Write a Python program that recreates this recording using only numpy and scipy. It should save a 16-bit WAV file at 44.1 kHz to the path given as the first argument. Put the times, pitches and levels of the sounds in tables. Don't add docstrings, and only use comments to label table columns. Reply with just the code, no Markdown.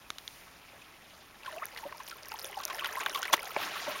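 import sys
import numpy as np
from scipy import signal
from scipy.io import wavfile

SR = 44100
rng = np.random.default_rng(int(sys.argv[2]) if len(sys.argv) > 2 else 0)


def master(y):
    cut = np.clip(np.atleast_2d(y).T, -1, 1)
    pcm = np.round(cut * 32767)
    wavfile.write(sys.argv[1], SR, pcm.astype(np.int16))


N = 176400
T = np.arange(N) / SR

# t/s, level/dB, f/Hz, decay/s
SLAP_MODES = [(3.3308, -16, 5980, 0.0011), (3.3312, -24, 834, 0.0021), (3.3368, -9, 1000, .0012),
              (3.3374, -18.5, 1860, 0.0018), (3.334, -16, 3400, .002), (3.3415, -11, 1960, 0.00065),
              (3.3417, -28, 364, 0.003)]
# t/s, level/dB, f/Hz, decay/s
CAVITY_MODES = [(3.5638, -18.5, 895, 0.0012), (3.5648, -21.5, 2260, 0.0013), (3.5655, -28, 390, 0.0037),
                (3.5703, -22.5, 603, 0.0024)]
# (per Hz, relative)
SHEET_SPECTRUM = [(80, -38), (220, -19), (500, -3), (850, -2), (1400, -1), (2000, -6), (2800, -8.5),
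                  (3500, 1), (4500, -9.5), (6200, -4.5), (9000, -10.5), (13000, -13.5), (16000, -18)]
SHEET_S, SHEET_DB = 3.3308, -22
SHEET_RISE_S, SHEET_HOLD_S, SHEET_FALL_S = .0025, .0095, .0058


def tail_slap():
    before = np.minimum(T - SHEET_S, 0) / SHEET_RISE_S
    after = np.maximum(T - SHEET_S - SHEET_HOLD_S, 0) / SHEET_FALL_S
    noise = coloured(rng.standard_normal((2, N)), SHEET_SPECTRUM)
    sheet = from_db(SHEET_DB) * np.exp(before - after) * noise
    return sheet + pings(SLAP_MODES, rise=.21) + pings(CAVITY_MODES, rise=.2)


# t/s, level/dB (before the patter and bubble gains)
SPRAY_LEVEL = [(3.5, -57), (3.58, -40), (3.64, -34.5), (3.71, -41.5), (3.77, -39), (3.84, -42), (3.91, -39),
               (4.0, -41.5)]
# (per Hz, relative)
SPRAY_SPECTRUM = [(80, -19), (250, -11), (600, -11), (1200, -1), (2600, -0.5), (4000, -8), (6500, -9),
                  (9000, -17.5), (16000, -18)]
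# f/Hz, level/dB (relative)
BUBBLE_LOUDNESS = [(300, -21), (400, -10.5), (570, -4.5), (1100, 0.5), (1600, 0.5), (3200, 4.5), (4500, -6),
                   (6500, -1)]
BUBBLE_CYCLES = 2.4


def spray():
    impacts = [grains(6000, spread_db=3.5) for _ in range(2)]
    patter = coloured(impacts, SPRAY_SPECTRUM, patchy_db=3)
    bubbles = swarm(700, BUBBLE_LOUDNESS, BUBBLE_CYCLES, spread_db=4.5, rise=.37, count=4000)
    return level(SPRAY_LEVEL) * (from_db(-1) * patter + from_db(-6) * bubbles)


# t/s, level/dB (before the bubble and wash gains)
LAPPING_LEVEL = [(1.4, -58), (1.46, -49.5), (1.58, -48), (1.68, -56.5), (1.79, -48.5), (1.93, -54),
                 (2.2, -54), (2.38, -49), (2.68, -45.5), (2.85, -40.5), (3.02, -39.5), (3.27, -41.5),
                 (3.5, -43), (4.0, -48)]
# (per Hz, relative)
WASH_SPECTRUM = [(150, -32), (260, -24), (380, -9), (570, -6), (1100, 6.5), (1500, -1), (2400, -3.5),
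                 (3300, -3.5), (4500, -13.5), (7000, -16), (15000, -28)]
LAP_START_S, LAP_FADE_S = 1.39, .04
BUBBLES_PER_S, BUBBLE_DB, WASH_DB = 1000, -2.5, -8.5


def lapping():
    bubbles = swarm(BUBBLES_PER_S, BUBBLE_LOUDNESS, BUBBLE_CYCLES, spread_db=5.5, rise=.72, count=5000)
    wash = coloured(rng.standard_normal((2, N)), WASH_SPECTRUM, patchy_db=4.5)
    arrival = np.clip((T - LAP_START_S) / LAP_FADE_S, 0, 1)
    return arrival * level(LAPPING_LEVEL) * (from_db(BUBBLE_DB) * bubbles + from_db(WASH_DB) * wash)


# t/s, level/dB (nominal), f/Hz, glide/octaves per length, length/s
AIR_POCKETS = [(.731, -45.5, 530, .05, .017), (.817, -43, 2340, .36, .013),
               (1.456, -35.5, 1700, -.54, .023), (1.474, -30, 1097, -.2, .026),
               (1.521, -39, 653, -.16, .049), (1.560, -33.5, 599, .5, .051), (1.618, -27, 1076, .5, .023),
               (1.629, -32, 1490, 1.15, .023), (1.827, -35.5, 850, .31, .041),
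               (1.852, -31.5, 529, .23, .03), (1.944, -39, 908, .1, .02), (1.997, -36.5, 1226, -.72, .027),
               (2.122, -35, 1407, -.1, .018), (2.316, -33, 870, 0, .016), (2.338, -33.5, 894, .03, .018),
               (2.428, -40, 531, .04, .084), (2.568, -29, 866, -.33, .03), (2.598, -31.5, 1150, 0, .018),
               (2.7, -30, 1100, -.09, .027), (2.821, -26.5, 1158, 0, .014), (2.967, -27, 969, .32, .033),
               (3.143, -27.5, 1247, -.45, .052), (3.757, -27, 1182, -.13, .018),
               (3.868, -31, 880, .2, .022), (3.874, -28, 520, .65, .042), (3.876, -40, 265, .1, .045),
               (3.95, -32.5, 1094, .04, .027)]


def gurgles(rough, rise_share):
    out, t = np.zeros(N), T[:SR // 6]
    noises = rng.standard_normal((len(AIR_POCKETS), 2, len(t)))
    for (s, db, hz, glide, length_s), noise in zip(AIR_POCKETS, noises):
        age = t / (length_s * rise_share)
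        envelope = (age * np.exp(1 - age)) ** 2
        pitch = hz * 2 ** (glide * np.minimum(t / length_s, 1.2))
        phase = 2 * np.pi * np.cumsum(pitch) / SR
        a, b = (rms_one(band(n, 27, 170)) for n in noise)
        tone = (1 + rough * a) * np.sin(phase) + rough * b * np.cos(phase)
        add(out, s, from_db(db - 4) * envelope * tone)
    return out


SHED_DB, SHED_OCTAVES = -8, 2.2
DROP_CYCLES, DROP_GLIDE = 3.8, .06


def shed_bubbles(count):
    out = np.zeros(N)
    all_draws = rng.random((len(AIR_POCKETS), count, 2))
    for (s, db, hz, _, length_s), draws in zip(AIR_POCKETS, all_draws):
        for late, place in draws:
            pitch = hz * 2 ** (SHED_OCTAVES * place)
            gain = from_db(db + SHED_DB) * hz / pitch
            add(out, s + 2 * late * length_s, gain * ping(pitch, DROP_CYCLES / pitch, DROP_GLIDE))
    return out


# t/s, level/dB (nominal), centre f/Hz, decay/s
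SPLASH_EVENTS = [(1.46, -35, 2360, .006), (1.773, -31, 2620, .009), (1.924, -32.5, 2170, .002),
                 (2.001, -37.5, 2000, .012), (2.077, -33.5, 3300, .0056), (2.11, -34.5, 3240, .005),
                 (2.3179, -31, 2600, .002), (2.634, -28, 4400, .004), (2.699, -27, 2340, .0098),
                 (2.8443, -20, 1710, .0052), (2.856, -27, 2600, .0099), (3.005, -25, 1810, .012),
                 (3.061, -18, 1410, .002), (3.147, -25.5, 3240, .011), (3.228, -26, 3000, .0076),
                 (3.252, -25, 2020, .008), (3.454, -30.5, 4500, .004), (3.915, -29, 2880, .007)]
SPLASH_BUBBLES_DB, SPLASH_PUFF_DB, SPLASH_OCTAVES = -3.5, -3.5, .494


def splashes(count):
    out = np.zeros(N)
    all_draws = rng.standard_normal((len(SPLASH_EVENTS), count, 3))
    for (s, db, hz, decay_s), draws in zip(SPLASH_EVENTS, all_draws):
        for k, (late, place, bend) in enumerate(draws):
            age = 2 * (k + np.tanh(abs(late))) / count
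            pitch = hz * 2 ** (SPLASH_OCTAVES * np.clip(place, -2, 2))
            gain = from_db(db + SPLASH_BUBBLES_DB) * np.exp(-age) * np.sign(bend)
            bubble = ping(pitch, BUBBLE_CYCLES / pitch, BUBBLE_GLIDE * bend, rise=.59)
            add(out, s + age * decay_s, gain * bubble)
    puffs = bursts(SPLASH_EVENTS, width=.54, attack_s=.00034)
    return out + from_db(SPLASH_PUFF_DB) * band(puffs, 300, 6200)


# t/s, level/dB (before the mix gain), f/Hz
DROP_EVENTS = [(1.434, -34, 2500), (1.512, -34, 1750), (1.583, -32.5, 2550), (1.686, -38, 2000),
               (1.763, -30, 1900), (1.787, -34, 1800), (1.839, -37, 2550), (2.115, -30, 1450),
               (2.359, -32, 3000), (2.4452, -27, 3400), (2.529, -31.5, 1950), (2.7306, -27, 1920),
               (2.7842, -28, 2070), (2.7947, -23, 2900), (2.809, -27, 2420), (2.8581, -23, 2800),
               (2.8899, -28, 1690), (2.9552, -26, 1920), (3.0618, -14, 3330), (3.1496, -22, 3230),
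               (3.1587, -22, 3270), (3.2292, -23, 1440), (3.2803, -25, 2150), (3.379, -27, 1870),
               (3.393, -25.5, 2100)]
DROP_TICK_DB, DROP_TICK_S = -7, .0004


def drops():
    out = np.zeros(N)
    draws = rng.uniform(.5, 1.5, (len(DROP_EVENTS), 2))
    for (s, db, hz), (life, bend) in zip(DROP_EVENTS, draws):
        add(out, s, from_db(db) * ping(hz, life * DROP_CYCLES / hz, bend * DROP_GLIDE, rise=.07))
    contacts = [(s, db + DROP_TICK_DB, 2 * hz, DROP_TICK_S) for s, db, hz in DROP_EVENTS]
    return out + bursts(contacts, width=1, attack_s=DROP_TICK_S / 10)


# t/s, level/dB
CRACKLE_LEVEL = [(1.35, -80), (1.46, -58), (1.56, -57), (1.62, -63), (1.76, -60), (1.95, -65),
                 (2.07, -51.5), (2.17, -63), (2.4, -52.5), (2.6, -57), (2.95, -50), (3.25, -49), (3.5, -56),
                 (4.0, -70)]
# f/Hz, level/dB (relative)
CRACKLE_LOUDNESS = [(4500, 0), (15500, 0)]
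# t/s, level/dB, f/Hz
NEAR_TICKS = [(1.6555, -17.5, 11600), (2.17, -33, 12700), (2.233, -31, 4860), (2.258, -31.5, 5500),
              (2.2855, -23, 13000), (2.3187, -28, 4770), (2.3403, -25, 12400), (2.3893, -27, 5320),
              (2.3947, -23, 12000), (2.4453, -19.5, 11000), (2.513, -30, 10400), (2.6113, -29, 14000),
              (2.6525, -14, 6070), (2.6524, -15.5, 12700), (2.6803, -29, 5750), (2.8731, -20.5, 13000),
              (2.9134, -28, 14000), (2.9556, -25, 12400), (2.9846, -26, 10200), (3.0964, -22.5, 5600),
              (3.1611, -23, 12200), (3.2192, -22, 6500), (3.23, -20.5, 6040), (3.4306, -22.5, 9200),
              (3.478, -26, 12000)]
CRACKLES_PER_S, CRACKLE_CYCLES, FIZZ_DB = 540, 4.2, -1.5
TICK_CYCLES = 2.07


def crackle():
    fine = swarm(CRACKLES_PER_S, CRACKLE_LOUDNESS, CRACKLE_CYCLES, spread_db=9.5, rise=.12, count=3000)
    snaps = from_db(FIZZ_DB) * rms_one(band(grains(540, spread_db=5.5), 7300, 19000, order=1))
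    flurry = rms_one(from_db(5 * np.tanh(drift(22))))
    spatter = from_db(-6) * bursts(SPLASH_EVENTS, width=.69, attack_s=.0004)
    near = pings([(s, db, hz, TICK_CYCLES / hz) for s, db, hz in NEAR_TICKS], rise=.048)
    return level(CRACKLE_LEVEL) * flurry * (fine + snaps) + band(spatter, 8000, 17000) + near


# t/s, level/dB (added to the mode's), narrowing/dB per octave
CLICK_EVENTS = [(.1032, -25.5, 0), (.1838, -29.5, 6), (0.2778, -25, 12.5)]
# f/Hz, level/dB (relative), decay/s
BODY_MODES = [(390, -10.5, .001), (1260, 1, 0.00085), (2230, -7.5, 0.0017), (3600, 1.5, 0.00061),
              (6500, -4, 0.00041), (10800, -8, .0004)]
CLICK_HZ = 4080
CLICK_SCUFF_DB, CLICK_SCUFF_S = -32.5, .0015


def clicks():
    rows = []
    for s, db, narrowing in CLICK_EVENTS:
        for hz, mode_db, decay_s in BODY_MODES:
            loss_db = narrowing * abs(np.log2(hz / CLICK_HZ))
            rows.append((s, db + mode_db - loss_db, hz, decay_s))
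    scuffs = [(s, CLICK_SCUFF_DB, CLICK_HZ, CLICK_SCUFF_S) for s, _, _ in CLICK_EVENTS]
    return pings(rows, rise=.24) + bursts(scuffs, width=.53, attack_s=.00071)


ECHO_S, ECHO_DB = .004105, -17.5
SHORE_DB, SHORE_T60_S, SHORE_HZ = -15.5, .083, 1750


def shore(x):
    t = T[:SR // 3]
    scatter = band(rng.standard_normal(len(t)), 310, SHORE_HZ) * from_db(-60 * t / SHORE_T60_S)
    scatter *= np.sqrt(2 * SHORE_HZ / SR / np.sum(scatter ** 2))
    echo = np.interp(T - ECHO_S, T, band(x, 150, 1960, order=1), left=0)
    return x - from_db(ECHO_DB) * echo + from_db(SHORE_DB) * signal.fftconvolve(x, scatter)[:N]


SWELL_DB, SWELL_S, SWELL_WIDTH_S = -56.5, .34, .15


def hiss_swell():
    envelope = np.exp(-((T - SWELL_S) / SWELL_WIDTH_S) ** 2)
    return from_db(SWELL_DB) * envelope * rms_one(band(rng.standard_normal(N), 1500, 13000, order=1))


# (per Hz, relative)
AIR_SPECTRUM = [(25, 0), (60, -2), (270, -3.5), (400, -7), (550, -4), (900, -6.5), (1500, -11),
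                (2700, -13.5), (6500, -19), (9200, -17), (16000, -22)]
AIR_DB = -59


def background_hiss():
    return from_db(AIR_DB) * coloured(rng.standard_normal((2, N)), AIR_SPECTRUM)


BUBBLE_GLIDE = .062


def swarm(per_s, colour, cycles, spread_db, rise, count):
    out, (low, high) = np.zeros(N), (colour[0][0], colour[-1][0])
    uniform, normal = rng.random((count, 3)), rng.standard_normal((count, 3))
    for (when, chance, place), (size, bend, life) in zip(uniform, normal):
        if chance < per_s * N / SR / count:
            hz = low * (high / low) ** place
            gain = from_db(at_hz(colour, hz) + spread_db * min(size, 2)) * np.sign(bend)
            decay_s = cycles * 2 ** (life / 2) / hz
            add(out, when * T[-1], gain * ping(hz, decay_s, BUBBLE_GLIDE * bend, rise))
    return rms_one(out)


def ping(hz, decay_s, glide=0, rise=.1):
    age = np.arange(int(6 * decay_s * SR) + 8) / (decay_s * SR)
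    envelope = (1 - np.exp(-age / rise)) ** 2 * np.exp(-age)
    phase = 2 * np.pi * np.cumsum(hz * 2 ** (glide * np.minimum(age, 4))) / SR
    return envelope / envelope.max() * np.sin(phase)


def pings(rows, rise):
    out = np.zeros(N)
    for s, db, hz, decay_s in rows:
        add(out, s, from_db(db) * ping(hz, decay_s, rise=rise))
    return out


def bursts(rows, width, attack_s):
    out, t = np.zeros(N), T[:SR // 10]
    for (s, db, hz, decay_s), noise in zip(rows, rng.standard_normal((len(rows), len(t)))):
        envelope = (1 - np.exp(-t / attack_s)) * np.exp(-t / decay_s)
        puff = band(noise * envelope, hz / 2 ** width, hz * 2 ** width, order=1)
        energy_gain = np.sqrt(np.sum((envelope / envelope.max()) ** 2) / np.sum(puff ** 2))
        add(out, s, from_db(db) * .5 * puff * energy_gain)
    return out


def coloured(sources, spectrum, patchy_db=None):
    edges, out = 22 * 2 ** np.arange(0, 10, .5), 0
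    for k, (lo, hi) in enumerate(zip(edges, edges[1:])):
        if hi > spectrum[0][0]:
            part = band(sources[k % 2], lo, hi) * from_db(at_hz(spectrum, np.sqrt(lo * hi)))
            if patchy_db is not None:
                part = part * from_db(patchy_db * drift(22))
            out = out + part
    return rms_one(out)


def grains(per_s, spread_db):
    sizes = from_db(spread_db * np.minimum(rng.exponential(1, N), 4)) * rng.choice([-1, 1], N)
    return sizes * (rng.random(N) < per_s / SR)


def drift(rate):
    r = np.exp(-40 * np.pi * rate / SR)
    noise = rng.standard_normal(N // 20 + 2002)
    slow = signal.lfilter([1], [1, -2 * r, r * r], noise)[2000:]
    return np.interp(np.arange(N) / 20, np.arange(len(slow)), rms_one(slow))


def band(x, low_hz, high_hz, order=2):
    edges = [low_hz, min(high_hz, .47 * SR)]
    return signal.sosfilt(signal.butter(order, edges, "band", fs=SR, output="sos"), x + 1e-18)


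def from_db(db):
    return 10 ** (np.asarray(db) / 20)


def rms_one(x):
    return x / np.sqrt(np.mean(x ** 2) + 1e-20)


def level(rows):
    return from_db(np.interp(T, *np.transpose(rows)))


def at_hz(points, hz):
    f, db = np.transpose(points)
    return np.interp(np.log(hz), np.log(f), db)


def add(out, s, x):
    i = int(s * SR)
    out[i:i + len(x)] += x[:max(N - i, 0)]


def scene():
    water = tail_slap() + spray() + lapping()
    water += gurgles(rough=.33, rise_share=.26) + shed_bubbles(count=4)
    water += splashes(count=6) + from_db(-2.5) * drops() + crackle()
    return (shore(water) + clicks() + hiss_swell() + background_hiss())[None]


NOTCH_HZ, NOTCH_Q = 7877, 4.7
CUTOFF_HZ = 15900


def record(dry):
    x = signal.lfilter(*signal.iirnotch(NOTCH_HZ, NOTCH_Q, fs=SR), dry)
    return signal.sosfilt(signal.ellip(10, .3, 80, CUTOFF_HZ, fs=SR, output="sos"), x)


dry = scene()
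out = record(dry)
master(out)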